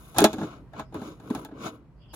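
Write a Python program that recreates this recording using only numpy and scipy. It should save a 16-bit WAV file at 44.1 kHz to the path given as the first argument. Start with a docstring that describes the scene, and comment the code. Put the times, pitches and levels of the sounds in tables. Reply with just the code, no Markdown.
"""Scissors bite through an empty plastic jug, close by on a lawn: two hard snaps, then smaller snips and scrapes.
Each snip is a noise crack, decaying modes of the thin wall and a hollow thump as the wall springs back.
Between the snips blades and hands rub over the plastic: swelling strokes of noise and dense stick-slip clicks.
Behind it lie a low outdoor rumble of shaped noise and faint birds, each note a narrow band of noise.
The jug is a little left of the stereo microphone, so its sound reaches the right side later."""
import sys
import numpy as np
from scipy import signal
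from scipy.fft import rfft, irfft
from scipy.io import wavfile

SR = 44100
rng = np.random.default_rng(int(sys.argv[2]) if len(sys.argv) > 2 else 0)


def materialize(psi):
    """Save the field psi as 16-bit PCM at rate SR to the path in sys.argv[1].

    A 1-D psi becomes a single channel; in a 2-D psi each row is a channel.
    """
    bounded = np.clip(np.atleast_2d(psi).T, -1, 1)
    quanta = np.round(bounded * 32767).astype(np.int16)
    wavfile.write(sys.argv[1], SR, quanta)


N = 94815  # samples
TIME = np.arange(N) / SR  # s
FREQS = np.fft.rfftfreq(N, 1 / SR)  # Hz
APART_HZ = 1860  # around and above this pitch the two microphone sides lose their likeness
RIPPLE_HZ, RIPPLE_DB = 49.54, 3  # spacing and depth of the fine resonances


def undb(db):
    """Turn decibels into gain."""
    return 10 ** (np.asarray(db) / 20)


def colour(x, points, bass_alike=0.99, ripple_db=RIPPLE_DB):
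    """Give two channels a spectrum with fine resonances, alike in the bass and unrelated in the treble, at rms 1."""
    f = FREQS + 1  # keeps the logarithm finite
    hz, db = np.array(points).T
    smooth_db = np.interp(np.log(f), np.log(hz), db)
    peaks = rng.standard_normal(2000)
    ripple = ripple_db * np.interp(f / RIPPLE_HZ, np.arange(len(peaks)), peaks)
    ripple *= f / (f + APART_HZ / 2)  # shallower in the bass
    a, b = rfft(x) * undb(smooth_db + ripple)
    alike = bass_alike / (1 + (f / APART_HZ) ** 4)  # correlation of left and right
    mid = a * np.sqrt(1 + alike)
    side = b * np.sqrt(1 - alike)
    y = irfft(np.array([mid + side, mid - side]), N)
    return y / np.std(y)


def noise(points, **options):
    """Make steady stereo noise of a given spectrum."""
    return colour(rng.standard_normal((2, N)), points, **options)


def fade(age, t60):
    """Decay exponentially, by 60 dB in t60 seconds."""
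    return np.exp(-np.log(1000) * age / t60)


def ring(age, modes, detune=0.0051):
    """Sum struck, decaying modes of alternating sign, shifted a little by the bend of the wall."""
    shift = 1 + detune * rng.standard_normal(len(modes))
    total = 0
    for k, (hz, db, t60) in enumerate(modes):
        wave = np.sin(2 * np.pi * hz * shift[k] * age)
        total = total + (-1) ** k * undb(db) * fade(age, t60) * wave
    return total


# Far-off rumble over the lawn. Each row: time in seconds, level in dB.
RUMBLE_LEVEL = [(0, -50.5), (.45, -51.5), (.68, -48.5), (1.28, -51), (1.55, -56.5), (2.15, -50.5)]
# Its spectrum at the microphone. Each row: frequency in Hz, relative density in dB per Hz.
RUMBLE_SPECTRUM = [(20, -33.5), (35, -13.5), (52, 4), (85, -6.5), (130, -0.5), (220, -10.5), (450, -20.5),
                   (900, -25.5), (1600, -32.5), (2300, -40.5), (5000, -51), (16000, -62.5)]


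def rumble():
    """Low outdoor noise whose level drifts slowly, less alike on the two sides than the close sounds."""
    level_db = np.interp(TIME, *np.array(RUMBLE_LEVEL).T)
    return undb(level_db) * noise(RUMBLE_SPECTRUM, bass_alike=0.85, ripple_db=3.5)


# Far bird notes. Each row: time of the height in seconds, half length in seconds (to 1/e), pitch in Hz, level in dB.
BIRD_NOTES = [(0.87, 0.042, 5130, -76.5), (2.02, 0.037, 4800, -73.5), (2.048, 0.038, 3070, -64),
              (2.119, 0.024, 4920, -62.5), (2.121, 0.032, 3030, -61.5)]


def birds():
    """Blurred far notes: narrow bands of noise that swell and die in a bell shape."""
    out = np.zeros((2, N))
    width = 330  # Hz
    for height, half, hz, db in BIRD_NOTES:
        band = [(hz - 4 * width, -60), (hz - width, -5), (hz, 0), (hz + width, -5), (hz + 4 * width, -60)]
        swell = np.exp(-((TIME - height) / half) ** 2)
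        out += undb(db) * swell * noise(band)
    return out


def slips(points, t60, tail_db):
    """Dense stick-slip clicks of uneven size, each with a short ring in the plastic."""
    slips_per_s, spread_db = 1300, 0.5
    size = undb(spread_db * np.minimum(rng.exponential(size=N), 5))
    happens = rng.random(N) < slips_per_s / SR
    clicks = happens * size * rng.choice([-1, 1], N)
    age = np.arange(SR // 20) / SR
    tail = undb(tail_db) * rng.standard_normal((2, len(age))) * fade(age, t60)
    response = tail + (age == 0)  # the click itself, then its tail
    return colour(signal.fftconvolve(clicks[None], response, axes=1)[:, :N], points)


# Rubbing strokes, close to the microphone. Each row: time of the height in seconds, rise and fall in seconds
# (to 1/e), then the levels of body, wall, rasp and hiss in dB.
STROKES = [(0.06, 0.55, 0.28, -61, -57, -63, -58.5), (0.188, 0.018, 0.083, -27, -29, -36.5, -49),
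           (0.437, 0.088, 0.042, -33.5, -46, -51.5, -62.5), (0.531, 0.12, 0.052, -50, -46.5, -62.5, -74),
           (0.628, 0.13, 0.023, -51, -75.5, -100, -88), (0.794, 0.036, 0.035, -43, -41.5, -57, -69.5),
           (0.954, 0.014, 0.053, -37.5, -43, -57.5, -65), (1.064, .07, .065, -40.5, -46.5, -55, -60),
           (1.292, 0.042, 0.09, -43.5, -54, -68, -78), (1.384, 0.12, 0.064, -40.5, -45, -59, -58.5),
           (1.572, 0.052, 0.18, -43.5, -53.5, -80, -82), (1.672, 0.048, 0.023, -38.5, -33.5, -42, -51.5),
           (1.745, 0.086, 0.033, -51, -55.5, -69.5, -69.5),
           (2.143, 0.0073, 0.018, -46.5, -47.5, -49.5, -45)]
# Spectra of the hollow body, the wall, the rasp and the hiss of the plastic under the rub.
# Each row: frequency in Hz, relative density in dB per Hz.
RUB_BODY = [(40, -28), (100, -2.5), (150, -4.5), (210, -2.5), (300, 5.5), (370, -5), (430, -3), (560, -9),
            (1200, -57)]
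RUB_WALL = [(250, -7.5), (520, -11), (680, 7), (850, 4.5), (1150, -2), (1600, -8), (2000, -13.5),
            (4000, -23.5), (9000, -53)]
RUB_RASP = [(900, -17.5), (2000, -2), (2500, 7.5), (3100, 7.5), (3700, 5), (5000, -3), (6700, 5),
            (8400, -20), (12000, -24.5)]
RUB_HISS = [(3000, -25), (6700, -7), (8400, -15), (10200, 5), (13400, -11.5), (15400, 0), (16500, -13)]


def rubbing():
    """Blades and hands drag over the jug in strokes that swell and die, the overlaps adding in power."""
    power = np.zeros((4, N))
    for height, rise, fall, *levels_db in STROKES:
        length = np.where(TIME < height, rise, fall)
        swell = np.exp(-(np.abs(TIME - height) / length) ** 1.6)
        power += (undb(levels_db)[:, None] * swell) ** 2
    body, wall, rasp, hiss = np.sqrt(power)
    out = body * noise(RUB_BODY)
    out += wall * slips(RUB_WALL, t60=0.008, tail_db=-11.5)
    out += rasp * slips(RUB_RASP, t60=0.036, tail_db=5.5)
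    out += hiss * slips(RUB_HISS, t60=0.0086, tail_db=-9)
    return out


# Snips of the blades, close by. Each row: start in seconds, thump level in dB, thump pitch in Hz before detuning,
# wall ring level in dB, knock pitch in Hz before detuning, sheet ring level in dB, crack level in dB.
SNIPS = [(0.146, -41, 317, -36.5, 770, -41.5, -80), (0.163, -57, 293, -28, 1040, -39, -60),
         (0.184, -13.5, 333, -7.5, 740, -9, -1.5), (0.2051, -19.5, 213, -16, 806, -31, -8),
         (0.217, -13, 408, -19.5, 665, -23, -23), (0.2224, -6, 305, -46, 640, -36, -29),
         (0.2419, -2, 316, -2.5, 610, -6.5, -3.5), (0.3303, -23, 319, -35, 820, -30.5, -41),
         (0.337, -27, 256, -31, 785, -65, -60), (0.3827, -28.5, 212, -29.5, 785, -44, -49),
         (0.4123, -27, 208, -27.5, 830, -50, -52), (0.431, -25.5, 179, -32, 1404, -45, -58),
         (0.734, -46.5, 302, -34.5, 700, -56, -63), (0.7948, -35, 185, -24.5, 1036, -36.5, -60),
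         (0.924, -36.5, 320, -40.5, 721, -59.5, -77.5), (0.9439, -23, 323.6, -30.5, 1050, -47, -35.5),
         (0.955, -24, 305.6, -47, 840, -63, -60), (1.016, -30.5, 223, -33.5, 790, -47.5, -54),
         (1.199, -45.5, 295, -43, 810, -52.5, -62), (1.234, -47, 246, -48, 700, -69, -60),
         (1.3015, -59, 278, -30.5, 1020, -41.5, -57), (1.306, -17.5, 239, -38, 800, -50, -37),
         (1.3495, -25, 271, -25, 820, -33, -30.5), (1.449, -38, 304, -34, 840, -39.5, -28.5),
         (1.487, -37, 302.5, -42.5, 790, -66, -62), (1.512, -54.5, 296, -42.5, 657, -67, -83.5),
         (1.521, -31.5, 270, -67, 673, -77, -79), (2.134, -51, 270, -37.5, 787, -49, -49)]
# Modes of the hollow jug, of its wall and of the thin sheet.
# Each row: pitch in Hz before detuning, relative level in dB, 60 dB decay in seconds.
BODY_MODES = [(215.7, -3.5, 0.12), (313.3, 1, 0.11), (416.9, -0.5, 0.089)]
WALL_MODES = [(639.2, -4.5, 0.16), (740, -12.5, 0.055), (761, -11, 0.092), (819, -8, 0.13),
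              (868, -3.5, 0.096), (1316, -6, 0.074), (1330, -15, 0.054), (1503, -10.5, 0.06),
              (1537, -9, .07), (1675, -9, 0.074)]
SHEET_MODES = [(2455, -2.5, .08), (3440, 2, .11), (3450, -1.5, 0.082), (4250, -4, .09)]
# Spectra of the crack, of the crowded high modes of the sheet and of the crowded middle modes of the wall.
# Each row: frequency in Hz, relative density in dB per Hz.
CRACK = [(1000, -0.5), (3000, -2), (6000, -2.5), (8300, -12.5), (10500, 11), (13500, -6), (15500, 4.5),
         (17000, -6)]
SHEET = [(1200, -16), (2100, -11.5), (2500, 6), (3100, 0.5), (3900, 8.5), (5000, -4), (6800, 3.5),
         (8300, -10), (11500, -3), (16000, -20.5)]
CLATTER = [(200, -10.5), (520, -4), (720, 1.5), (950, -1.5), (1200, -3), (1600, -3.5), (2000, -11),
           (4000, -20), (9000, -52.5)]
# Decays by 60 dB (s), rises to 63 % (s) and relative levels (dB) of the parts of a snip.
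THUMP_RISE_S, THUMP_T60_S, THUMP_DB, BODY_DB = 0.0044, 0.054, 6.5, -6
KNOCK_T60_S, KNOCK_DB, WALL_DB = 0.024, 5, -7.5
WALL_RISE_S, CLATTER_T60_S, CLATTER_DB = 0.0024, 0.074, -8
SHEET_T60_S, SHEET_DB, SHEET_MODES_DB = 0.062, -6.5, -18
CRACK_T60_S, CRACK_DB = 0.0043, -3.5
YARD_T60_S, YARD_DB = 0.2, -49  # faint echo


def snips():
    """The plastic gives way: a crack, a knock of the patch at the blade, a ringing wall, a thump and a faint echo."""
    out = np.zeros((2, N))
    crack, crowded_high, crowded_middle = noise(CRACK), noise(SHEET), noise(CLATTER)
    for start, thump_db, thump_hz, wall_db, knock_hz, sheet_db, crack_db in SNIPS:
        first = int(start * SR)
        span = slice(first, min(first + SR // 2, N))
        age = np.arange(span.stop - first) / SR
        yard = undb(YARD_DB) * fade(age, YARD_T60_S)

        flex = ring(age, [(thump_hz, THUMP_DB, THUMP_T60_S)])
        body = undb(BODY_DB) * ring(age, BODY_MODES)
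        thump = (flex + body) * (1 - np.exp(-age / THUMP_RISE_S))

        knock = ring(age, [(knock_hz, KNOCK_DB, KNOCK_T60_S)])
        clatter = crowded_middle[:, span] * (undb(CLATTER_DB) * fade(age, CLATTER_T60_S) + yard)
        wall_ring = undb(WALL_DB) * ring(age, WALL_MODES)
        wall = (knock + clatter + wall_ring) * (1 - np.exp(-age / WALL_RISE_S))

        sheet = crowded_high[:, span] * (undb(SHEET_DB) * fade(age, SHEET_T60_S) + yard)
        sheet = sheet + undb(SHEET_MODES_DB) * ring(age, SHEET_MODES)
        snap = crack[:, span] * undb(CRACK_DB) * fade(age, CRACK_T60_S)

        out[:, span] += undb(thump_db) * thump + undb(wall_db) * wall
        out[:, span] += undb(sheet_db) * sheet + undb(crack_db) * snap
    return out


def scene():
    """The jug stands a little to the left, so its sound reaches the right side of the microphone later."""
    lag_s = 0.0001
    left, right = snips() + rubbing()
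    right = irfft(rfft(right) * np.exp(-2j * np.pi * FREQS * lag_s), N)
    return np.array([left, right]) + rumble() + birds()


def record(dry):
    """The recorder rounds the loudest peaks and cuts the top."""
    rounded = np.tanh(dry)
    top_cut = signal.ellip(8, 0.2, 70, 15900, fs=SR, output="sos")  # low-pass: order, ripple dB, stop dB, Hz
    return signal.sosfilt(top_cut, rounded)


dry = scene()
out = record(dry)
materialize(out)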